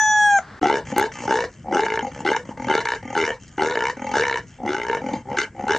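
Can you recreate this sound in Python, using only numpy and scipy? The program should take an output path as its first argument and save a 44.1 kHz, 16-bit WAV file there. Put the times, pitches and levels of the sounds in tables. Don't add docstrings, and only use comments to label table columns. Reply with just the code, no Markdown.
import sys
import numpy as np
from scipy import signal
from scipy.fft import rfft, irfft
from scipy.io import wavfile
from scipy.ndimage import uniform_filter1d

SR = 44100
rng = np.random.default_rng(int(sys.argv[2]) if len(sys.argv) > 2 else 0)


def store_pcm(level_fs):
    pcm = np.round(np.clip(level_fs, -1, 1) * 32767).astype(np.int16)
    wavfile.write(sys.argv[1], SR, np.atleast_2d(pcm).T)


def volts_from_decibels(level):
    exponent = np.asarray(level, float) / 20
    return 10 ** exponent


N = 254898

# first pulse t/s, voiced length t/s, effort level/dB,
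# fold pulse rate f/Hz at first, at last
GRUNTS = [(.615, 0.16, -14.5, 73.8, 68), (.963, 0.085, -14.5, 56.6, 76), (1.278, 0.16, -17, 66.5, 57.2),
          (1.726, 0.12, -15, 99, 64), (2.251, .116, -16, 85, 55.7), (2.685, 0.12, -17, 74, 77),
          (3.152, 0.16, -18.5, 84, 73.3), (3.581, 0.15, -18, 75, 81), (4.139, 0.11, -21.5, 65, 85),
          (4.662, 0.093, -22.5, 67, 79), (5.372, 0.053, -22.5, 74, 61), (5.682, 0.095, -17.5, 83, 63)]
SURGES = [
    (1.864, .15, -25.5, 51.82, 59.1),
    (2.855, 0.09, -27, 62.66, 60.93),
    (3.755, 0.14, -24, 56.2, 69.7),
    (4.238, 0.14, -26, 70.05, 63.3),
    (4.749, .137, -29, 60.5, 58.1),
    (4.898, 0.069, -22.5, 69, 43.34),
]
MURMURS = [
    (2.575, 0.11, -31, 44.83, 39.86),
    (3.028, 0.13, -37, 41.5, 38.65),
    (3.97, 0.18, -35, 40.5, 43.5),
    (5.017, 0.089, -26.5, 44.6, 42),
]
CATCHES = [
    (.923, 0.019, -22.5, 68, 70.3),
    (2.026, 0.047, -24, 48.4, 48.5),
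    (5.135, 0.015, -19.5, 41.8, 41.6),
]
HUMS = [
    (1.644, 0.086, -30, 82, 62),
    (4.586, 0.093, -35.5, 69, 47),
    (5.255, 0.088, -29, 64, 72),
    (5.549, 0.13, -30.5, 66, 70),
]
# start t/s, length t/s, effort level/dB, fold flutter f/Hz, whistle level/dB
SNIFFS = [
    (0.854, 0.072, -38.5, 63.4, 8),
    (1.121, .13, -35, 60.3, 11),
    (2.119, 0.095, -35, 70, 3.5),
    (2.454, 0.052, -31, 55, -6.5),
]
DRAWS = [
    (1.505, 0.14, -63, 88.3, 2),
    (3.4, 0.18, -62, 87.8, 4),
    (4.47, 0.14, -69.5, 84.6, -1.5),
]

VOICED_HISS = .22
# shut and hiss are shares of 1, rise_s is t/s;
# effort starts off by rise_db, changes by sag_db while voiced, then falls (level/dB, fall in dB/s);
# the jaw moves from first to last f/Hz; middle and top regions go from first to last level/dB
GRUNT = dict(shut=0, hiss=0.31, rise_s=0.02, rise_db=-8, sag_db=-8.5, fall_db_per_s=-330, jaw_hz=(809.7, 991),
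         middle_db=(-4.5, -1), top_db=(-14, -9.5), trail_db=-4.5)
SURGE = dict(shut=0, hiss=.17, rise_s=0.0067, rise_db=0.5, sag_db=-0.5, fall_db_per_s=-400, jaw_hz=(935.5, 965),
         middle_db=(1.5, 0.5), top_db=(-10, -9.5), trail_db=0)
MURMUR = dict(shut=0.76, hiss=VOICED_HISS, rise_s=0.074, rise_db=-5, sag_db=1.5, fall_db_per_s=-330, jaw_hz=(818, 854),
          middle_db=(-9, -10.5), top_db=(-20, -15.5), trail_db=-15.5)
CATCH = dict(shut=0.8, hiss=VOICED_HISS, rise_s=0.017, rise_db=-1.5, sag_db=-5, fall_db_per_s=-300, jaw_hz=(864, 838),
         middle_db=(-15.5, -8), top_db=(-19, -9.5), trail_db=2.5)
HUM = dict(shut=0.58, hiss=0.24, rise_s=0.051, rise_db=-14.5, sag_db=2, fall_db_per_s=-330, jaw_hz=(770, 813),
       middle_db=(-21.5, -17.5), top_db=(-31.5, -25.5))
SNIFF = dict(widen=2.85, shut=1, hiss=0.24, rise_s=0.13, rise_db=-12.5, sag_db=8.5, fall_db_per_s=-400, jaw_hz=(885, 880),
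         middle_db=(-1, -21.5), top_db=(-6, -22.5))
DRAW = dict(widen=2.4, shut=1, hiss=0.17, rise_s=0.024, rise_db=-6, sag_db=-8.5, fall_db_per_s=-400, jaw_hz=(880, 900),
        middle_db=(-1.5, 7.5), top_db=(9, 8.5))

# t/s, brightness level/dB, jaw stretch factor
MOUTH = [(.65, -6, 0.9), (.95, -2.5, 0.99), (1.299, -3, 1.012), (1.75, -4.5, .97), (2.0, -2.5, 0.96),
         (2.299, -1, 0.97), (2.6, -1.5, 1.105), (2.749, 0, 0.98), (3.201, 0.5, 1.003), (3.6, -3, 0.97),
         (4.05, -2.5, 1.037), (4.2, 0.5, 1.035), (4.68, -6, 0.976), (4.768, -1, 0.887), (4.95, -8, 1.007),
         (5.299, 3.5, 1.087), (5.4, 12.5, 1), (5.7, 1.5, 1.014)]
# f/Hz, width f/Hz, level/dB, exponent with which they follow the jaw
OPEN_THROAT = [
    [(224, 20, -14, 0), (426.7, 45, 11.5, 1.46), (542.4, 210, 3, 1.16), (882, 60.2, 12.5, 0.79)],
    [(1410, 19.5, -3, 0.25), (1623.5, 163, 0.5, 0.98), (2115, 180, -5.5, 0.35)],
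    [(2943, 246, 5, 0), (3680, 420, -2, 0.71), (4325, 970, -5.5, 0.52), (5260, 670, -8.5, 0.22),
     (5973, 1000, -7.5, 0.023), (6400, 300, -9.5, 0.75), (7940, 900, -20, 0.16)],
]
SHUT_THROAT = [
    [(120, 32, 8, 0.55), (246.6, 78, 8.5, 0), (525, 39.3, 7, 0.066), (851.5, 44, 8.5, 0.85)],
    [(1228, 6.4, 15.7, 0.023), (1777, 9.1, 8.5, 0.01), (2150, 390, 7.6, 0.015)],
    [(2764, 57, 7, 0.019), (3090, 93, 7, 0.0058), (3960, 490, -26, 0.0059), (4800, 1000, -8.5, 0.012),
     (5740, 330, -4, 0.026), (6420, 210, 3, 0.0032), (6944, 250, -16.5, 0.02)],
]
# low edge f/Hz, high edge f/Hz
REGIONS = [
    (120, 1200),
    (1050, 2500),
    (2400, 10000),
]
# t/s, peak level/dB
SLAPS = [
    (0.982, -6.5),
    (0.9984, -21),
    (2.754, -41),
    (3.2343, -42),
    (5.386, -51),
    (5.4126, -47.5),
    (5.7764, -29.5),
]

# t/s, pitch f/Hz, effort level/dB
CROW = [
    (0.0, 860, 0),
    (0.139, 846.2, -1.5),
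    (0.264, 829.6, -1),
    (0.362, 798, -1.5),
    (0.386, 773, -2.5),
    (0.388, 715, 8.5),
    (0.401, 707, -16),
    (0.404, 576, -47.5),
]
# f/Hz, half width f/Hz,
# level/dB
BEAK = [(620, 100, -24), (795, 60, -16), (1710, 170, -15), (2400, 80, -40), (3350, 90, -31),
        (4080, 60, -56), (4900, 80, -66), (6030, 110, -24), (6400, 90, -32), (6950, 200, -30),
        (8280, 70, -40), (9900, 120, -52), (12700, 300, -62)]

# f/Hz, level/dB (per Hz)
YARD_AIR = [(18, -42), (30, -28.5), (86, -0.5), (254, -3), (328, -10.5), (378, -7.5), (445, -13),
            (1620, -4), (2530, -23.5), (4340, -23), (8170, -33.5), (10600, -101), (18000, -120)]
PEN_AIR = [(20, -49), (45, -27.5), (90, 1.5), (180, -3), (300, -13.5), (1100, -29), (1800, -22),
           (3900, -43.5), (6300, -35), (8200, -37), (11000, -93.5)]
# f/Hz, correlation
LIKENESS = [(100, 0.99), (1900, 0.94), (4000, 1), (8000, .1)]
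# f/Hz, left minus right level/dB
PORT_TILT = [(60, 1.1), (200, 1.6), (680, 1.36), (2290, 0.5), (7720, 0.7)]
# start t/s, end t/s
CHANGE = (.596, .611)

JAW_S, LET_GO_S = 0.14, 0.07
LEAD_IN_S = 0.0028


def pig():
    rows = []
    for table, kind in ((GRUNTS, GRUNT), (SURGES, SURGE), (MURMURS, MURMUR), (CATCHES, CATCH), (HUMS, HUM)):
        rows += [(row, kind) for row in table]
    for table, kind in ((SNIFFS, SNIFF), (DRAWS, DRAW)):
        for start, length, effort_db, rate, whistle_db in table:
            rows.append(((start, length, effort_db, rate, rate), dict(kind, whistle_db=whistle_db)))
    starts = np.sort([row[0] for row, _ in rows] + [N / SR])
    out = np.zeros(N)
    for row, kind in rows:
        following = starts[starts > row[0]][0]
        add(out, *breath(row, following, **kind))
    thin_bass = signal.butter(3, 150, "high", fs=SR, output="sos")
    out = signal.sosfilt(thin_bass, out)
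    return out + volts_from_decibels(-13) * walls(out, t60=0.1, start=0.00067, apart=1.0)


def breath(row, until, shut, hiss, rise_s, rise_db, sag_db, fall_db_per_s, jaw_hz, middle_db, top_db,
           whistle_db=0, widen=1, trail_db=-8):
    start, length, effort_db, first, last = row
    end = min(start + length + LET_GO_S, until - 0.003)
    t = np.arange(start - LEAD_IN_S, end + 0.02, 1 / SR)
    age = np.clip(t - start, 0, length)
    after = np.clip(t - start - length, 0, end - start - length)
    gape = np.minimum(age / JAW_S, 1)
    when, bright_db, stretch = np.transpose(MOUTH)
    jaw = np.interp(t, when, stretch) * (jaw_hz[0] + (jaw_hz[1] - jaw_hz[0]) * gape) / 890

    low_db = effort_db + rise_db * np.maximum(1 - age / rise_s, 0) + sag_db * age / length
    low_db = low_db + fall_db_per_s * after
    shared_db = low_db + whistle_db + np.interp(t, when, bright_db) + trail_db * after / LET_GO_S
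    levels_db = [low_db] + [shared_db + a + (b - a) * gape for a, b in (middle_db, top_db)]

    pace = [(start, first), (start + length, last)]
    blow_db = 1.3 * rng.standard_normal(60)
    crispness = (0.95, 0.85 - 0.2 * shut, 0.6 - 0.2 * shut)
    out = 0
    for opened, closed, edges, db, crisp in zip(OPEN_THROAT, SHUT_THROAT, REGIONS, levels_db, crispness):
        steady = hiss + (1 - hiss) * (0.1 + 0.7 * shut) * (0.95 - crisp)
        own_db = blow_db + 2.3 * rng.standard_normal(60)
        drive = folds(t, pace, steady, crisp ** (1 + 2 * shut), own_db) * (t < end)
        ring = 0
        for tract, share in ((opened, 1 - shut), (closed, shut)):
            if share > 0.01:
                ring = ring + share * throat(drive, t, tract, jaw, widen)
        band = signal.butter(2, edges, "band", fs=SR, output="sos")
        ring = signal.sosfilt(band, ring)
        loudness = np.sqrt(uniform_filter1d(ring ** 2, size=2000, mode="reflect") + 1e-9)
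        held = np.interp(np.minimum(t, end - 0.01), t, loudness)
        out = out + volts_from_decibels(db) * ring / held
    return t[0], out


def folds(t, pace, hiss, crisp, own_db):
    s, rate = np.transpose(pace)
    turns = np.cumsum(np.interp(t, s, rate)) / SR - LEAD_IN_S * rate[0]
    live = (t < s[-1] + 0.003) & (turns >= 0)
    size = volts_from_decibels(own_db)[turns.astype(int)] * live
    slap = np.diff(np.floor(turns), prepend=-1) * size * np.sqrt(SR / np.mean(rate))
    slap = signal.oaconvolve(slap, np.hanning(9) / 4)[:len(t)]
    puffs = np.exp(-(turns % 1) / 0.22) * size
    share = np.where(live, hiss, 0.9)
    pulses = crisp * slap + 3.5 * (1 - crisp) * puffs * noise(t)
    return (1 - share) * pulses + 0.8 * share * noise(t)


def throat(drive, t, tract, jaw, widen):
    rings = 0
    for hz, width_hz, db, follow in tract:
        gain = volts_from_decibels(db + 3.8 * wander(t))
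        centre_hz = hz * jaw ** follow * (1 + 0.017 * wander(t))
        rings = rings + gain * resonate(drive, centre_hz, width_hz * widen)
    return evened(rings)


def resonate(x, hz, width_hz):
    turn = np.exp(2j * np.pi * np.cumsum(hz) / SR)
    r = np.exp(-np.pi * width_hz / SR)
    q = r ** 4.62
    smooth = signal.lfilter([(1 - r) * (1 - q)], [1, -r - q, r * q], x / turn)
    return 2 * (turn * smooth).imag


def wander(t):
    return np.interp(t - t[0], np.arange(30) / 45, rng.standard_normal(30)) * 1.2


def slaps():
    out = np.zeros(N)
    t = np.arange(200) / SR
    for s, db in SLAPS:
        add(out, s, volts_from_decibels(db + 7) * rng.standard_normal(200) * np.exp(-t / 0.00018))
    return signal.sosfilt(signal.butter(2, (6000, 13500), "band", fs=SR, output="sos"), out)


def rooster():
    s, hz, effort_db = np.transpose(CROW)
    t = np.arange(0, s[-1], 1 / SR)
    broken = np.clip((t - 0.383) / 0.013, 0, 1)
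    wobble = evened(uniform_filter1d(noise(t), size=60))
    pitch = np.interp(t, s, hz)
    turns = np.cumsum(pitch * (1 + (0.00054 + 0.08 * broken) * wobble)) / SR
    note = 0
    for k in range(1, 16):
        crack = volts_from_decibels(-3 * k * broken)
        phase = 2 * np.pi * (k * turns + k * k / 5)
        note = note + np.sqrt(2) * beak(k * pitch) * crack * np.cos(phase)
    out = np.zeros(N)
    add(out, 0, note * volts_from_decibels(np.interp(t, s, effort_db)))
    return out + volts_from_decibels(-10.0) * walls(out, t60=0.13, start=0.0033, apart=0.58)


def beak(hz):
    power = sum((volts_from_decibels(db) / (1 + ((hz - centre) / width) ** 2)) ** 2 for centre, width, db in BEAK)
    return volts_from_decibels(microphone_db(hz, 8500, 100)) * np.sqrt(power)


def walls(x, t60, start, apart):
    t = np.arange(SR // 2) / SR
    signs = rng.choice([-1., 1.], (2, len(t)))
    present = rng.random((2, len(t))) < 0.06
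    taps = signs * present * volts_from_decibels(-60 * t / t60) * (t > start)
    side = signal.lfilter([1, -1], [1, -0.5], taps[1])
    pair = np.array([taps[0] + apart * side, taps[0] - apart * side]) / np.linalg.norm(taps[0])
    return signal.fftconvolve(x[None], pair, axes=1)[:, :N]


def microphone_db(hz, edge_hz, softness_hz):
    notch = -18 / (1 + ((hz - 2510) / 45) ** 2)
    return notch - 12 / (1 + np.exp((edge_hz - hz) / softness_hz))


def ports(x):
    hz = np.fft.rfftfreq(N, 1 / SR)
    left_lead_s = 1.2e-5
    half = volts_from_decibels(read(PORT_TILT, hz) / 2) * np.exp(1j * np.pi * hz * left_lead_s)
    return irfft(rfft(x) * [half, 1 / half], N)


def air(spectrum, level_db, patchy_db):
    frames, hz = N // 256 + 5, np.fft.rfftfreq(1024, 1 / SR)
    a, b, c, d, patches = rng.standard_normal((frames, 513, 5)).T
    patches = uniform_filter1d(patches, size=10, axis=0)
    patches = evened(uniform_filter1d(patches, size=8, axis=1))
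    same = np.clip(read(LIKENESS, hz), -1, 1)[:, None]
    left, other = a + 1j * b, c + 1j * d
    z = np.array([left, same * left + np.sqrt(1 - same ** 2) * other])
    z *= volts_from_decibels(read(spectrum, hz)[:, None] + patchy_db * patches)
    return volts_from_decibels(level_db) * evened(signal.istft(z, nperseg=1024, noverlap=768)[1][:, :N])


def ducked(loud):
    recover_s = 0.11
    r = np.exp(-1 / (recover_s * SR))
    power = signal.lfilter([1 - r], [1, -r], (loud ** 2).mean(0))
    power_db = 10 * np.log10(power + 1e-12)
    return volts_from_decibels(-5 * np.clip((power_db + 53.5) / 15, 0, 1))


def noise(t):
    return rng.standard_normal(SR // 2)[:len(t)]


def evened(x):
    return x / np.sqrt(np.mean(x ** 2) + 1e-20)


def read(points, hz):
    f, value = np.transpose(points)
    return np.interp(np.log(hz + 1), np.log(f + 1), value)


def add(mix, s, sound):
    part = mix[round(s * SR):][:len(sound)]
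    part += sound[:len(part)]


def scene():
    t = np.arange(N) / SR
    yard = (rooster() + air(YARD_AIR, -42, patchy_db=0.5)) * (t < CHANGE[0])
    voice = pig()
    pen = voice + ducked(voice) * air(PEN_AIR, -39, patchy_db=2.5)
    pen = pen * np.clip((t - CHANGE[1]) / 0.012, 0, 1)
    hz = np.fft.rfftfreq(N, 1 / SR)
    colour_db = microphone_db(hz, 8400, 150) - 12 * np.sqrt(np.maximum(hz - 9500, 0) / 1000)
    pen = irfft(rfft(pen) * volts_from_decibels(colour_db), N)
    return ports(yard + pen + slaps() * volts_from_decibels([[5], [-8]]))


def low_pass(x):
    return signal.sosfilt(signal.butter(12, 15800, fs=SR, output="sos"), x)


def record(dry):
    limited = np.tanh(dry)
    return low_pass(limited)


dry = scene()
out = record(dry)
store_pcm(out)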